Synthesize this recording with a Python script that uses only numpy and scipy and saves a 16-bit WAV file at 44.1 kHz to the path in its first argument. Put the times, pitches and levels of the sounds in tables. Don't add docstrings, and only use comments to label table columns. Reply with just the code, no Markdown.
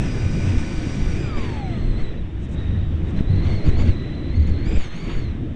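import sys
import numpy as np
from scipy import signal
from scipy.fft import rfft, irfft, next_fast_len
from scipy.io import wavfile
from scipy.ndimage import uniform_filter1d

SR = 44100
rng = np.random.default_rng(int(sys.argv[2]) if len(sys.argv) > 2 else 0)


def store_wav(level_fs):
    pcm = np.round(np.clip(np.atleast_2d(level_fs), -1, 1) * 32767)
    wavfile.write(sys.argv[1], SR, pcm.T.astype(np.int16))


def convert_level_to_amplitude(level_db):
    exponent = np.asarray(level_db, float) / 20
    return 10 ** exponent


N = 244755
TIME = np.arange(N) / SR
COARSE = TIME[::64]
SIZE = next_fast_len(N)
RUN_HZ = 136

# centre_s, extra_speed_share
KICKS = [(2.02, .04), (2.125, .035), (3.362, .05), (3.38, .05), (3.45, .05), (3.668, .05), (3.69, .05),
         (3.892, .07), (4.37, .035), (4.402, .06), (4.474, .1), (4.497, .07), (4.693, .03), (4.705, -.025),
         (4.73, .03), (4.748, -.025), (4.762, .04), (5.195, .02), (5.226, .06)]


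def curves(table):
    s, *columns = np.transpose(table)
    return [np.interp(TIME, s, column) for column in columns]


def after(s):
    return np.maximum(TIME - s, 0)


def swells(s, length, sizes, edge):
    distance = np.abs(COARSE - s[:, None]) / (np.abs(length[:, None]) / 2)
    shape = np.exp(-distance ** edge)
    return [np.interp(TIME, COARSE, size @ shape) for size in sizes]


def walk(rate):
    hold = int(SR / np.clip(rate, 1, 300))
    levels = np.repeat(rng.standard_normal(N // hold + 1), hold)
    return 1.3 * uniform_filter1d(uniform_filter1d(levels, hold), hold)[:N]


def band_noise(order, low_hz, high_hz):
    band = signal.butter(order, (low_hz, high_hz), "band", fs=SR, output="sos")
    return signal.sosfilt(band, rng.standard_normal(N))


def coloured(colour):
    hz, db = np.transpose(colour)
    octave = np.log2(np.maximum(np.fft.rfftfreq(SIZE, 1 / SR), 1))
    level_db = np.interp(octave, np.log2(hz), db, -200, -200)
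    return rfft(rng.standard_normal(SIZE)) * convert_level_to_amplitude(level_db), octave


def turbulence(colour, shared, shared_db, own_db, rate):
    noise, octave = coloured(colour)
    lowest, highest = np.log2(colour[1][0]), np.log2(colour[-2][0])
    out = 0
    for centre in np.arange(lowest - .5, highest + 1, .5):
        window = np.cos(np.pi / 2 * np.clip(2 * (octave - centre), -1, 1)) ** 2
        out = out + irfft(window * noise, SIZE)[:N] * convert_level_to_amplitude(own_db * walk(rate))
    out = out * convert_level_to_amplitude(shared_db * shared)
    return out / out.std()


def shaft():
    ease_s, cut_s, ease_share = 1.12, 1.197, .3
    coast = ease_share * after(ease_s) + (1 - ease_share) * after(cut_s) + 1.8 * after(1.59) ** 2
    hz = 1 / (1 / RUN_HZ + .0198 * coast)
    drive_db = np.maximum(-2600 * after(1.15) ** 2, -75)
    fade_db = .5 * np.maximum(49 - hz, 0) + 3 * np.maximum(37 - hz, 0)
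    cog_db = -41.8 - 13 * convert_level_to_amplitude(drive_db) - fade_db
    return hz, drive_db, cog_db


def motor():
    # shaft_multiple, level_db
    drive_partials = [(9, -59.5), (11, -50), (12, -63), (15, -53), (18, -56), (21, -56), (28, -58),
                      (29, -62), (31, -65), (32, -63), (42, -53.5), (43, -78)]
    # shaft_multiple, level_db
    cog_partials = [(11, -11), (13, 0), (25, -10), (39, -6.5)]
    # frequency_hz, gain_db
    frame_response = [(520, -30), (615, -8), (670, 2), (790, 5.5), (880, -1), (1010, -3), (1230, 4.5),
                      (1540, -6), (2150, 2), (3000, -16)]
    shaft_hz, drive_db, cog_db = shaft()
    turns = 2 * np.pi * np.cumsum(shaft_hz * (1 + .0017 * walk(14))) / SR

    def partial(k, db, rough=0):
        phase = k * turns + 7 * rng.random() + rough * walk(150)
        return np.sin(phase) * convert_level_to_amplitude(db + 1.0 + .9 * walk(25))

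    frame_hz, frame_db = np.transpose(frame_response)
    cogging = 0
    for k, db in cog_partials:
        gain_db = np.interp(np.log(k * shaft_hz), np.log(frame_hz), frame_db)
        slow_db = (k > 13) * 1.6 * np.maximum(46 - shaft_hz, 0)
        cogging = cogging + partial(k, db + gain_db - slow_db, rough=abs(k - 13) / 22)
    cogging = cogging * (1 + .3 * np.cos(turns)) * convert_level_to_amplitude(.9 * walk(90))
    drive = sum(partial(k, db + drive_db * max(k - 14, 0) / 2.5) for k, db in drive_partials)
    switching = convert_level_to_amplitude(-74 + 3.5 * walk(70)) * band_noise(8, 9900, 11900)
    return convert_level_to_amplitude(drive_db) * (drive + switching) + convert_level_to_amplitude(cog_db) * cogging


def electronics():
    # pitch_hz, level_db, start_s, end_s
    tones = [
        (5416, -80, 0, 6),
        (7154, -80, 0, 6),
        (9281, -92, 0, 6),
        (7725, -68.5, 1.13, 1.29),
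        (7725, -69.5, 1.47, 2.1),
        (11073, -90, 0, 1.17),
    ]
    out = 0
    for hz, db, start, end in tones:
        gate = np.clip(np.minimum(TIME - start, end - TIME) / .025, 0, 1)
        out = out + convert_level_to_amplitude(db + 2.5) * np.sin(2 * np.pi * hz * TIME) * gate
    return out


def eddies():
    # time_s, level_db
    shaking = [(0.0, -25), (.9, -27), (1.25, -25.5), (1.33, -28), (1.55, -29), (1.87, -27), (2.35, -33),
               (2.6, -29.5), (3.15, -29), (3.26, -29.5), (3.36, -27), (3.9, -26), (3.96, -28), (4.75, -28),
               (4.82, -36.5), (4.96, -36.5), (5.07, -30), (5.55, -31.5)]
    # centre_s, length_s, level_db, fineness (0 thump, 1 flutter, 2 rumble)
    passing_eddies = [(0.0, .08, -17.5, -8), (0.359, 0.093, -21.5, -0.5), (0.566, 0.039, -22.5, 0.2),
                      (0.88, 0.059, -42.5, -3.5), (1.145, 0.024, -25, 0.8), (1.21, 0.14, -31.5, 0.5),
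                      (1.391, 0.046, -21, -0.5), (1.916, 0.19, -20, -0.18), (2.186, 0.16, -23, -0.76),
                      (2.575, 0.074, -25, 1.5), (2.773, 0.9, -29, 0.7), (3.062, 0.097, -31.5, 1),
                      (3.168, 0.11, -31, 1.5), (3.32, 0.065, -27.5, 1.5), (3.422, 0.045, -20, 0),
                      (3.477, 0.16, -22, 0.5), (3.403, 0.04, -29.5, 1.5), (3.679, 0.021, -9, 1.5),
                      (3.777, 0.015, -33.5, -3.5), (3.879, 0.049, -23, 1.5), (3.715, 0.08, -26, 0.5),
                      (3.815, 0.16, -21, 0.77), (4.339, .06, -13, -1.5), (4.377, 0.15, -24, 0.8),
                      (4.497, 0.081, -19.5, 0.1), (4.688, 0.041, -29, -4), (4.623, 0.021, -32.5, 1.5),
                      (4.733, 0.014, -29.5, 2.5), (4.766, 0.02, -27, 1), (5.051, 0.17, -50, 4),
                      (5.225, 0.19, -26.5, 0.5)]
    bed_levels = (-2.5, 0, 0.62, -12.5)
    bed_growth = (0.99, 0.91, 0.93, 1.13)
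    bed_db = curves(shaking)[0] + 30
    beds = [base - 30 + growth * bed_db for base, growth in zip(bed_levels, bed_growth)]
    beds[3] = beds[3] + 0.9 * airstream()[4]
    s, length, db, fineness = np.transpose(passing_eddies)
    sizes = [convert_level_to_amplitude(db - 22 * (fineness - k) ** 2) for k in range(4)]
    passing = swells(s, length, sizes, 2)
    return [20 * np.log10(convert_level_to_amplitude(bed) + p) for bed, p in zip(beds, passing)]


def trains():
    # centre_s, length_s, pitch_hz, level_db
    runs = [
        (0.26, 0.053, 86.5, -15),
        (0.492, 0.1, 91.4, -14),
        (3.318, 0.049, 92.4, -14.5),
        (3.371, 0.065, 93.7, -14.5),
        (3.474, 0.046, 82.4, -13.5),
        (3.535, .09, 94.3, -17),
        (4.387, 0.093, 77.2, -14.5),
        (4.49, 0.071, 83.9, -15),
        (5.03, 0.058, 161, -26.5),
        (4.965, 0.056, 167, -29),
    ]
    out = 0
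    for s, length, hz, db in runs:
        envelope = np.exp(-((TIME - s) / (length / 2)) ** 2)
        out = out + convert_level_to_amplitude(db) * np.cos(2 * np.pi * hz * (TIME - s)) * envelope
    return out


def lurches():
    # centre_s, pressure, width_s
    pushes = [(0.0, 0.17, 0.014), (0.576, 0.6, 0.0025), (0.873, 0.25, 0.00072), (1.025, 0.44, 0.0032),
              (1.072, 0.38, 0.0031), (1.371, 0.2, 0.012), (1.413, -0.082, 0.0036), (2.04, -0.29, 0.017),
              (3.184, 0.33, 0.0015), (3.19, 0.14, 0.021), (3.2088, -0.75, 0.00069), (3.277, 0.26, 0.0032),
              (3.445, 0.11, 0.005), (3.561, -0.19, 0.018), (3.66, 0.34, .014), (3.688, 0.62, 0.0028),
              (3.782, .28, 0.011), (3.826, -.15, 0.0084), (3.89, 0.55, 0.0018), (4.354, 0.21, 0.0038),
              (4.52, -0.19, 0.026), (4.67, 0.41, 0.0014), (4.688, 0.27, 0.0053), (4.73, 0.25, 0.0027),
              (4.754, 0.4, 0.0017), (5.185, -0.21, 0.012)]
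    # start_s, pressure, recovery_s
    drops = [
        (3.207, 0.24, 0.015),
        (3.69, 0.23, 0.022),
        (3.895, 0.52, 0.027),
        (4.695, .3, 0.0052),
        (4.775, 0.49, 0.079),
    ]
    push = sum(size * np.exp(-.5 * ((TIME - s) / width) ** 2) for s, size, width in pushes)
    drop = sum(size * np.exp(-after(s) / back) * np.tanh(after(s) / 0.00098) for s, size, back in drops)
    leaked = signal.sosfilt(signal.butter(1, 2.9, "high", fs=SR, output="sos"), push - drop)
    return signal.sosfiltfilt(signal.butter(4, 800, fs=SR, output="sos"), leaked)


def buffeting(flutter, gust):
    # frequency_hz, level_db
    thump_colour = [(2.9, -43), (5.0, -2.5), (16, -3), (38, 0), (55, -10), (72, -39), (120, -120)]
    rumble_colour = [(71, -13), (120, 1.5), (340, -8.5), (440, -61), (750, -120)]
    rush_colour = [(200, -32), (340, -1), (624, -12.5), (771, -18.5), (900, -28), (1170, -54), (1980, -120)]
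    thump_db, flutter_db, rumble_db, rush_db = eddies()
    swell = walk(15)
    thump = turbulence(thump_colour, swell, shared_db=2.5, own_db=1.8, rate=5.3)
    rumble = turbulence(rumble_colour, swell, shared_db=0.53, own_db=2.0, rate=16)
    rush = turbulence(rush_colour, swell + gust, shared_db=0.14, own_db=1.56, rate=18)
    out = convert_level_to_amplitude(thump_db + 0.5) * thump + convert_level_to_amplitude(flutter_db - 0.3) * flutter
    out = out + convert_level_to_amplitude(rumble_db - 0.1) * rumble + convert_level_to_amplitude(rush_db + 1.0) * rush
    return out + lurches() + trains()


def airstream():
    # time_s, shedding_hz, hiss_db, tone_lock_db
    air = [(0.0, 2440, -40, -52.5), (1.05, 2380, -39.5, -53.5), (1.34, 2311, -42, -53),
           (1.64, 2040, -41, -58.5), (2.08, 1980, -45, -53.5), (2.29, 1800, -49, -77),
           (2.5, 1840, -47, -71.5), (2.58, 1900, -44.5, -51.5), (2.82, 1879, -46, -57.5),
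           (2.97, 1830, -46, -87), (3.33, 2020, -43.5, -51), (3.95, 1990, -44, -52), (4.25, 1990, -46, -54),
           (4.63, 2100, -43.5, -54), (4.9, 2110, -46, -55), (5.24, 2090, -45.5, -56.5),
           (5.38, 1835, -47.5, -67), (5.55, 1800, -49.5, -77)]
    # centre_s, length_s, extra_speed_share, extra_hiss_db, upper_tone_push_db
    gusts = [(0.02, .1, 0.065, 1, 0), (0.297, 0.038, 0.017, -1, -2), (0.485, 0.078, 0.039, 1.4, 0),
             (0.588, 0.038, 0.023, 1.5, 1), (0.676, 0.068, -0.015, -0.2, -1), (0.833, .09, -0.028, -0.5, 1),
             (1.008, 0.09, -0.02, -1.2, 3), (1.237, 0.14, 0.051, 0.5, 6), (1.379, 0.046, 0.065, 3.5, 7),
             (1.434, .06, 0.021, 1, 5), (1.596, .07, .04, 0, -3), (1.487, 0.19, 0.027, 3, 1),
             (1.64, 0.069, -0.009, -2.5, 8), (1.835, 0.19, 0.039, -1.5, 4.5), (2.004, 0.058, 0.075, 2, 1),
             (2.431, 0.097, 0.046, -0.5, 4.5), (2.185, 0.034, 0.035, -1, 5.5), (2.866, 0.076, .01, -1, 3.5),
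             (3.074, 0.061, 0.002, 1.5, 5), (3.183, 0.049, 0.042, 4, 1), (3.253, 0.069, -0.032, -0.5, -4),
             (3.516, 0.17, 0.082, 4.5, 2), (3.639, 0.053, .04, 2, -8), (3.675, 0.053, .095, 5, 11.5),
             (3.707, 0.043, -.035, 3, 3), (3.746, .05, 0.037, 2.5, 1), (3.807, 0.075, 0.14, 5, 12),
             (3.876, .06, 0.11, 5.5, 8), (3.925, .04, -0.00067, 2, 0), (4.359, 0.045, 0.057, 0.2, 5),
             (4.425, 0.053, 0.039, 0, 4), (4.487, 0.038, 0.047, 2, 5.5), (4.608, 0.07, 0.02, -1, 2),
             (4.683, .055, 0.15, 3, 10.5), (4.745, .08, 0.16, 5, 10.5), (4.81, 0.077, 0.076, 6.5, 15),
             (4.862, 0.048, 0.0, 6.5, 11), (4.938, 0.1, -0.015, 3.5, 9.5), (5.087, 0.27, 0.075, 5, 12),
             (5.283, 0.086, 0.0017, 0.5, 4)]
    hz, hiss_db, lock_db = curves(air)
    s, length, *sizes = np.transpose(gusts)
    extra, gust_db, push_db = swells(s, length, sizes, 4)
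    return hz * (1 + extra), hiss_db + gust_db, lock_db, push_db, gust_db


def sizzle():
    hiss_db = airstream()[1]
    s, share = np.transpose(KICKS)
    kick = swells(s, 0.018 + 0 * s, [share], 1.3)[0]
    wash_db = 9.5 * (shaft()[0] / RUN_HZ) ** 3.0
    return hiss_db, -78.5 + 1.58 * (hiss_db + 44) + wash_db + 45 * kick


def wind(gust):
    # frequency_hz, level_db
    hiss_colour = [(500, -14), (850, -4.5), (1490, -6.5), (1770, -5), (3300, -10.5), (3640, -10.5),
                   (4080, -20.5), (5200, -30), (6760, -63.5), (11400, -120)]
    fine_colour = [(3500, -24.5), (5200, -8.5), (5950, -5.5), (6750, -13), (7400, -14.5), (8350, -12),
                   (9400, -24.5), (9750, -33), (10600, -42), (11500, -86)]
    hiss_db, fine_db = sizzle()
    _, _, _, push_db, gust_db = airstream()
    tatter_db = .35 * np.maximum(gust_db, 0) * walk(70)
    hiss = turbulence(hiss_colour, gust, shared_db=0.07, own_db=1.1, rate=28)
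    hiss = hiss * convert_level_to_amplitude(hiss_db + tatter_db - 2.2)
    torn_db = hiss_db - 8.5 + 0.48 * gust_db + 0.58 * push_db + tatter_db
    torn = convert_level_to_amplitude(torn_db) * band_noise(3, 2300, 3900)
    fine = turbulence(fine_colour, gust, shared_db=0.3, own_db=0.0, rate=63)
    return hiss + torn + convert_level_to_amplitude(fine_db + 12.0) * fine


def stages():
    hz, _, lock_db, push_db, gust_db = airstream()
    weakness = np.clip((-56.5 - lock_db) / 12, 0, 1)
    lock_db = lock_db + 2.6 * np.maximum(gust_db + push_db, 0) * weakness
    lock, speed = lock_db + 53, np.log2(hz / 2050)
    first_db = -51.5 + 0.7 * lock + 20 * speed + 0.29 * gust_db
    third_db = -72 + 0.6 * lock + 19 * speed + push_db + 2.7 * convert_level_to_amplitude(shaft()[1])
    return hz, first_db, lock_db + 0.12 * gust_db, third_db


def edge_tone(flutter):
    hz, first_db, second_db, third_db = stages()
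    wash = convert_level_to_amplitude(shaft()[1])
    wake = .3 * convert_level_to_amplitude(.7 * (eddies()[1] + 27)) * flutter + 6 * trains()
    swing = (.055 - .035 * wash) * np.tanh(wake)
    kick = sum(share * np.exp(-((TIME - s) / .0045) ** 2) for s, share in KICKS)
    stir = uniform_filter1d(abs(swing), 900)
    spikes = (.002 + .005 * wash + .3 * stir) * (np.clip(walk(130), 0, 1.9) ** 2 - .4)
    jitter = (.0015 + .003 * wash) * walk(20) + (.008 + .009 * wash) * walk(300)
    shake = swing + kick + spikes + jitter
    choke_db = np.minimum((2.6 + 3.2 * wash + 130 * stir) * walk(220), 3)
    turns = 2 * np.pi * np.cumsum(hz * (1 + shake)) / SR
    smear = 1.05 + .1 * np.maximum(airstream()[4], 0)
    steady_hz = uniform_filter1d(hz, 3000) * (.99 + .3 * shake)
    steadier = 2 * np.pi * np.cumsum(steady_hz) / SR + (1.5 * smear - .4 + .3 * wash) * walk(300)
    first = np.sin(steadier) * convert_level_to_amplitude(first_db + 2.9 * walk(280) + 2.5)
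    second = np.sin(2 * turns + (smear - .65 + .65 * wash) * walk(300))
    second = second * convert_level_to_amplitude(second_db + choke_db + 4.0 - 0.79 * wash)
    flare_db = 55 * shake + 60 * kick + np.minimum(4.5 * walk(150), 2.5)
    stage_db = third_db + .8 * np.minimum(third_db + 66, 0)
    third = np.sin(3 * turns + .55 * walk(300))
    fourth = convert_level_to_amplitude(-14.5 - np.maximum(hz - 2300, 0) / 9) * np.sin(4 * turns + 1.5 * walk(300))
    return first + second + (third + fourth) * convert_level_to_amplitude(stage_db + flare_db + 3.0)


def servo():
    # centre_s, length_s, level_db
    moves = [
        (2.444, 0.038, -61),
        (2.41, 0.037, -70),
        (2.495, 0.018, -66),
        (2.53, 0.045, -59.5),
        (2.605, .015, -67),
        (3.095, .04, -64),
    ]
    envelope = sum(convert_level_to_amplitude(db + 7.5) * np.exp(-((TIME - s) / (length / 2)) ** 4) for s, length, db in moves)
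    return band_noise(6, 5200, 8500) * envelope


def scene():
    # frequency_hz, level_db
    flutter_colour = [(32, -31), (55, 3), (86, 4.5), (125, -13.5), (160, -33), (280, -120)]
    flutter = turbulence(flutter_colour, walk(13), shared_db=-0.5, own_db=4.0, rate=4.5)
    gust = walk(26)
    air = buffeting(flutter, gust) + wind(gust) + edge_tone(flutter)
    return (air + motor() + servo() + electronics())[None]


def band_limit(x):
    return signal.sosfilt(signal.butter(12, 12100, fs=SR, output="sos"), x)


def record(dry):
    lowpass = signal.ellip(6, .5, 50, 9300, fs=SR, output="sos")
    own_noise = convert_level_to_amplitude(-72.0) * signal.sosfilt(lowpass, rng.standard_normal(dry.shape))
    rounded = .72 * np.tanh(dry / .72)
    return band_limit(rounded + own_noise - .0153)


dry = scene()
out = record(dry)
store_wav(out)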